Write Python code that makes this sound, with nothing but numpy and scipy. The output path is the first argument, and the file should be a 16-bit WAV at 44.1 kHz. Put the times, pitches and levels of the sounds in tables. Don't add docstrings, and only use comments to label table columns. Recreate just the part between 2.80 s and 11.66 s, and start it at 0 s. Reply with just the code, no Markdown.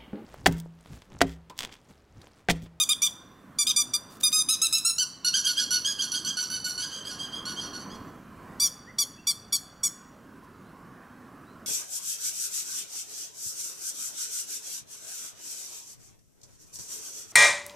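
import sys
import numpy as np
from scipy import signal
from scipy.fft import rfft, irfft, next_fast_len
from scipy.io import wavfile
from scipy.ndimage import uniform_filter1d, minimum_filter1d

SR = 44100
rng = np.random.default_rng(int(sys.argv[2]) if len(sys.argv) > 2 else 0)


def master(y):
    cut = np.clip(np.atleast_2d(y).T, -1, 1)
    pcm = np.round(cut * 32767)
    wavfile.write(sys.argv[1], SR, pcm.astype(np.int16))


N = 390726
TIME = np.arange(N) / SR

# t/s, length/s, level/dB, opening pitch/Hz, time to the register flip/s (0: none)
FLIGHT_CALLS = [(2.447, .055, -21.5, 1460, 0), (2.541, .077, -24.5, 1620, .025),
                (2.648, .087, -25, 1620, .022), (2.772, .076, -24.5, 1645, .024),
                (2.907, .085, -24.5, 1482, 0), (3.05, .083, -27, 1652, 0), (3.19, .078, -29, 1630, .03),
                (3.318, .07, -29, 1492, .029), (3.448, .069, -29.5, 1505, .024),
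                (3.57, .075, -28.5, 1497, 0), (3.702, .075, -30.5, 1503, 0), (3.843, .071, -29.5, 1495, 0),
                (3.978, .07, -32, 1503, .045), (4.117, .085, -36, 1597, 0), (4.25, .095, -37.5, 1630, .046),
                (4.391, .083, -36.5, 1622, 0), (4.527, .072, -37, 1634, 0), (4.654, .074, -35, 1478, 0),
                (4.766, .115, -37, 1620, .048), (4.932, .056, -40, 1470, 0), (4.996, .041, -46, 1530, 0),
                (5.099, .072, -51.5, 1660, .047), (5.26, .043, -63, 1502, 0)]


def from_db(db):
    return 10 ** (np.asarray(db) / 20)


def unit(x):
    return x / np.sqrt(np.mean(x ** 2) + 1e-20)


def bell(hz, centre_hz, width_hz):
    return np.exp(-.5 * ((hz - centre_hz) / width_hz) ** 2)


def over_hz(points, hz):
    f, value = np.transpose(points)
    return np.interp(np.log(hz + 1), np.log(f), value)


def over_time(rows, t):
    s, *lanes = np.transpose(rows)
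    return [np.interp(t, s, lane) for lane in lanes]


def add(mix, s, sound):
    start = round(s * SR)
    sound = sound[max(-start, 0):]
    part = mix[max(start, 0):][:len(sound)]
    part += sound[:len(part)]


def pan(x, pan_db):
    return np.array([x * from_db(pan_db / 2), x * from_db(-pan_db / 2)])


def flutter(n, centre_hz, width_hz, size=16384):
    band = bell(np.fft.rfftfreq(size, 1 / SR), centre_hz, width_hz)
    return unit(irfft(rfft(rng.standard_normal(size)) * band))[:n]


def arch(u, start, middle, end):
    return np.polyval(np.polyfit([0, .5, 1], [start, middle, end], 2), u)


def scatter(x, delay_s, t60, treble_t60):
    t = np.arange(SR) / SR
    taps = rng.choice([-1., 1.], SR) * (rng.random(SR) < 2500 / SR) * (t > delay_s)
    hz, s, spectrum = signal.stft(taps, SR, nperseg=256)
    decay_s = over_hz([(3500, t60), (12000, treble_t60)], hz)[:, None]
    tail = signal.istft(spectrum * from_db(-60 * s / decay_s), SR, nperseg=256)[1]
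    return signal.fftconvolve(x, tail / np.linalg.norm(tail))[:N]


def traffic_and_air(level_db=-48.7, patchy_db=1.8):
    # f/Hz, relative level/dB
    bed_eq = [(15, -51), (25, -11), (59, -15), (99, -7), (250, -2.6), (420, -13), (600, -15.5),
              (911, -17.3), (1040, -10), (1290, -14), (1520, -15.5), (2280, -28), (3160, -31),
              (3520, -35.5), (4370, -36), (16000, -42)]
    # t/s, relative level/dB
    swell = [(0, -1), (.6, -3), (1.2, 0), (2.2, -4), (3.2, 0), (4, 1), (4.7, 5.5), (5.2, 6), (5.45, .5),
             (5.75, 5), (5.95, -1), (6.6, -3), (7.5, -1), (8.86, .5)]
    # f/Hz, factor
    swell_depth = [(60, .8), (300, 1), (800, 1.15), (2000, 1), (7000, .75)]
    # f/Hz, pan/dB
    balance = [(40, 0), (240, -1.8), (900, -3), (3800, -1.5), (15000, 0)]
    # f/Hz, side against mid/dB
    width = [(30, -28), (120, -22), (500, -18), (3000, -18), (8000, -20), (13000, -28)]
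    frames, hz = N // 512 + 5, np.fft.rfftfreq(2048, 1 / SR)
    mid_re, mid_im, side_re, side_im, patches = rng.standard_normal((5, frames, len(hz)))
    patches = unit(uniform_filter1d(uniform_filter1d(patches, 12, 0), 10, 1))
    swell_db, = over_time(swell, np.arange(frames) * 512 / SR)
    db = over_hz(bed_eq, hz) + patchy_db * patches
    db += np.outer(swell_db - swell_db.mean(), over_hz(swell_depth, hz))
    mid = pan(mid_re + 1j * mid_im, over_hz(balance, hz))
    side = from_db(over_hz(width, hz)) * (side_re + 1j * side_im)
    spectrum = (mid + np.array([side, -side])) * from_db(db)
    bed = signal.istft(spectrum, nperseg=2048, noverlap=1536, time_axis=1, freq_axis=2)[1]
    return from_db(level_db) * unit(bed[:, :N])


def small_birds():
    # t/s, length/s, level/dB, start f/Hz, middle f/Hz, end f/Hz
    chirps = [(6.063, 0.052, -52.5, 1680, 1960, 2130), (6.374, 0.041, -59.5, 2500, 2700, 2720),
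              (7.82, 0.1, -77, 3500, 4050, 4250), (8.644, .11, -72.5, 3500, 4040, 4100)]
    out = np.zeros(N)
    for s, length, db, *pitches in chirps:
        u = np.linspace(0, 1, round(length * SR))
        whistle = np.sin(2 * np.pi * np.cumsum(arch(u, *pitches)) / SR)
        add(out, s, from_db(db) * unit(np.sin(np.pi * u) * whistle))
    return pan(out + from_db(-7) * scatter(out, delay_s=.01, t60=.4, treble_t60=.33), -1.5)


def leaves():
    # t/s, length/s, level before the band-pass/dB
    rustles = [(1.268, 0.14, -56), (1.398, 0.023, -45.5), (1.407, 0.0086, -38), (1.412, 0.052, -44),
               (1.517, .008, -34), (7.62, 0.045, -69)]
    out = np.zeros(N)
    for s, length, db in rustles:
        n = round(length * SR)
        grains = rng.standard_normal(n) * from_db(7 * rng.standard_normal(n))
        add(out, s, from_db(db) * unit(grains * np.hanning(n)))
    bright = signal.butter(1, [3000, 13000], "band", fs=SR, output="sos")
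    return pan(signal.sosfilt(bright, out), 0)


def syrinx(cycles, pressure, wander=.41, wander_hz=20, sharpening=.27, harmonics=14):
    n, out = len(cycles), 0
    for k in range(1, harmonics + 1):
        path = 1 + wander * (flutter(n, 0, wander_hz) + 1j * flutter(n, 0, wander_hz))
        out = out + pressure ** (sharpening * k) * (path * np.exp(2j * np.pi * k * cycles)).real
    return unit(out)


def throat(x, tilt_db, low_db, peak_hz, peak_db, dip_hz, dip_db, size=8192):
    # f/Hz, level/dB
    formants = [(600, -53.5), (1200, -18.5), (1600, -15.5), (2400, -13.2), (3000, -3), (3500, -2),
                (4400, -4), (5900, 0.2), (7300, -8), (8500, -9), (9600, -8.5), (11000, -16), (13000, -21),
                (15300, -25.5)]
    hz = abs(np.fft.fftfreq(size, 1 / SR))
    db = over_hz(formants, hz) + tilt_db * np.log2(np.maximum(hz / 3860, 1))
    db += low_db * bell(hz, 3056, width_hz=247)
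    db += peak_db * bell(hz, peak_hz, width_hz=650) + dip_db * bell(hz, dip_hz, width_hz=650)
    minimum_phase = np.exp(np.conj(signal.hilbert(np.log(from_db(db)))))
    return np.fft.ifft(np.fft.fft(x, size) * minimum_phase).real[:len(x)]


def note(s, length, db, pitches, rough, tilt_db, low_db, attack_s, lead_db, doubling,
         rasp=.19, scoop=.2, lead_s=.011, release_s=.0089, fade_db=11, shimmer_db=4.5):
    # from t/s, closing sag/share of pitch, tilt/dB per octave, peak f/Hz, peak/dB, dip f/Hz, dip/dB
    postures = [(-1, .03, 2.3, 3550, 4, 4800, -6), (.7, .025, .9, 9400, 2, 2200, -3),
                (1.4, .025, 1.9, 9300, 5.5, 2300, -4.5), (2.15, .05, -2.5, 4600, 3, 3000, -9),
                (2.4, .018, -4, 10900, 7, 8770, -4.5), (5.7, .075, 4.3, 4700, 4, 2700, -4),
                (7, .1, 3.3, 7380, 9, 3900, -3.5)]
    sag, posture_tilt_db, *colour = [row[1:] for row in postures if row[0] <= s][-1]
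    t = np.arange(-lead_s, length + .003, 1 / SR)
    n, u = len(t), np.clip(t / length, 0, 1)
    opening, closing = np.exp(-(t - t[0]) / (lead_s / 2)), u ** 6
    rough = rough + .5 * closing + .6 * opening
    hz = arch(u, *pitches) * (1 - sag * u ** 3.5 - scoop * np.clip(-t / lead_s, 0, 1))
    hz *= 1 + .029 * rough * flutter(n, 250, 200) + .0055 * flutter(n, 40, 50)
    cycles = np.cumsum(hz) / SR
    burst = np.clip(t / attack_s + .5, 0, 1)
    lead_in = from_db(lead_db) * np.clip(2 * (t - t[0]) / lead_s, 0, 1)
    release = np.clip((t[-1] - t) / release_s, 0, 1)
    pressure = np.sin(np.pi / 2 * np.maximum(burst, lead_in) * release)
    puffs = unit(np.exp(-(cycles % 1) / .5) * rng.standard_normal(n))
    drive = (syrinx(cycles, .5 + pressure / 2) + rasp * rough * puffs) * pressure
    drive *= 1 + doubling * np.sin(np.pi * u) ** 2 * np.cos(np.pi * cycles)
    gain = from_db(db + shimmer_db * rough * flutter(n, 110, 110) - fade_db * u ** 4)
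    return s + t[0], gain * unit(throat(drive, posture_tilt_db + tilt_db, low_db, *colour))


def scold(s, length, db, hz, strain):
    depth = min(.002 + .16 * strain, .06)
    pitches = (hz * (1 - depth), hz, hz * (1 - 1.05 * depth))
    return note(s, length, db, pitches, rough=strain, tilt_db=0, low_db=min(-15 + 62 * strain, 12),
                attack_s=.0058, lead_db=-35, doubling=.025)


def flight_call(s, length, db, hz, flip_s, overlap_s=.018, flip_db=-2.3, flip_fall=.018):
    # usual pitch/Hz, arch/share of pitch, roughness/0-1, tilt/dB per octave,
    # low resonance/dB, attack/s, lead-in/dB
    low = (1474, .02, .36, -.7, -12, .003, -32)
    high = (1620, .046, .37, -2, 1.8, .011, -14)
    first, second = (high, low) if hz > (low[0] + high[0]) / 2 else (low, high)
    foot_hz, flip_hz = hz * (1 - first[1]), second[0]
    dull_db = .8 * (s - FLIGHT_CALLS[0][0])
    parts = [(s, length, db, (foot_hz, hz, foot_hz), first)]
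    if flip_s > 0:
        falling = (flip_hz, flip_hz, flip_hz * (1 - flip_fall))
        parts = [(s, flip_s + overlap_s, db, (foot_hz, hz, hz), first),
                 (s + flip_s, length - flip_s, db + flip_db, falling, second)]
    return [note(*shape, rough, tilt_db - dull_db, low_db, attack_s, lead_db, doubling=.13)
            for *shape, (_, _, rough, tilt_db, low_db, attack_s, lead_db) in parts]


def lapwing(weeds_db=-14.5, near_db=1.0, far_db=-8, side_db=-19, side_hz=9500):
    # t/s, length/s, level/dB, top pitch/Hz, strain/0-1
    scolds = [(-.012, .057, -17.5, 1228, .32), (.091, .046, -19, 1234, .35), (.22, .059, -19.5, 1208, .33),
              (.788, .052, -17.5, 1179, .07), (.869, .054, -21.5, 1262, .52), (.963, .066, -19, 1190, .08),
              (1.137, .033, -23, 1204, .2), (1.434, .057, -18, 1228, .07), (1.528, .098, -19, 1258, .1),
              (1.688, .068, -18.5, 1308, .38), (1.818, .057, -18.5, 1331, .33),
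              (1.927, .065, -18.5, 1335, .28), (2.05, .067, -19, 1368, .19), (2.183, .06, -23, 1528, .36),
              (5.8, .082, -20.5, 1176, .2), (6.186, .054, -22.5, 1168, .17), (6.471, .052, -23, 1172, .15),
              (6.726, .046, -23, 1157, .17), (7.034, .049, -24, 1160, .13)]
    # t/s, echo send against direct/dB, pan/dB
    flight_path = [(0, -19, -.4), (1.5, -17, -.4), (2.2, -10, -1.2), (3.2, -4.5, -3.1), (4.2, 2, -2.4),
                   (5, -3.5, -2.2), (5.75, -17, .4), (7.1, -15, .8)]
    voice = np.zeros(N)
    for row in scolds:
        add(voice, *scold(*row))
    for row in FLIGHT_CALLS:
        for part in flight_call(*row):
            add(voice, *part)
    send_db, pan_db = over_time(flight_path, TIME)
    send = from_db(send_db)
    direct = voice / np.sqrt(1 + send ** 2)
    weeds = from_db(weeds_db) * scatter(direct, delay_s=.002, t60=.12, treble_t60=.16)
    near = from_db(near_db) * scatter(direct * send, delay_s=.004, t60=.22, treble_t60=.27)
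    far = from_db(far_db) * scatter(direct * send, delay_s=.023, t60=.8, treble_t60=.36)
    mid = direct + weeds + near + far
    left, right = pan(mid, pan_db)
    quadrature = signal.hilbert(mid, next_fast_len(N)).imag[:N]
    side = (left - right) / 2 + from_db(side_db) * quadrature
    side = signal.sosfiltfilt(signal.butter(2, side_hz, fs=SR, output="sos"), side)
    return np.array([mid + side, mid - side])


def scene():
    return lapwing() + small_birds() + leaves() + traffic_and_air()


def record(dry, limit_db=-11.5, recovery_db_per_s=170, cutoff_hz=15800):
    peak_db = 20 * np.log10(1e-6 - minimum_filter1d(-abs(dry).max(0), size=100))
    fall_db = TIME * recovery_db_per_s
    held_db = np.maximum.accumulate(peak_db + fall_db) - fall_db
    over_db = np.maximum(held_db - limit_db, 0)
    ducked = dry * from_db(-.85 * uniform_filter1d(over_db, size=80))
    low_pass = signal.firwin(401, cutoff_hz, window=("kaiser", 8), fs=SR)
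    return signal.oaconvolve(ducked, low_pass[None], "same")


dry = scene()
out = record(dry)
master(out)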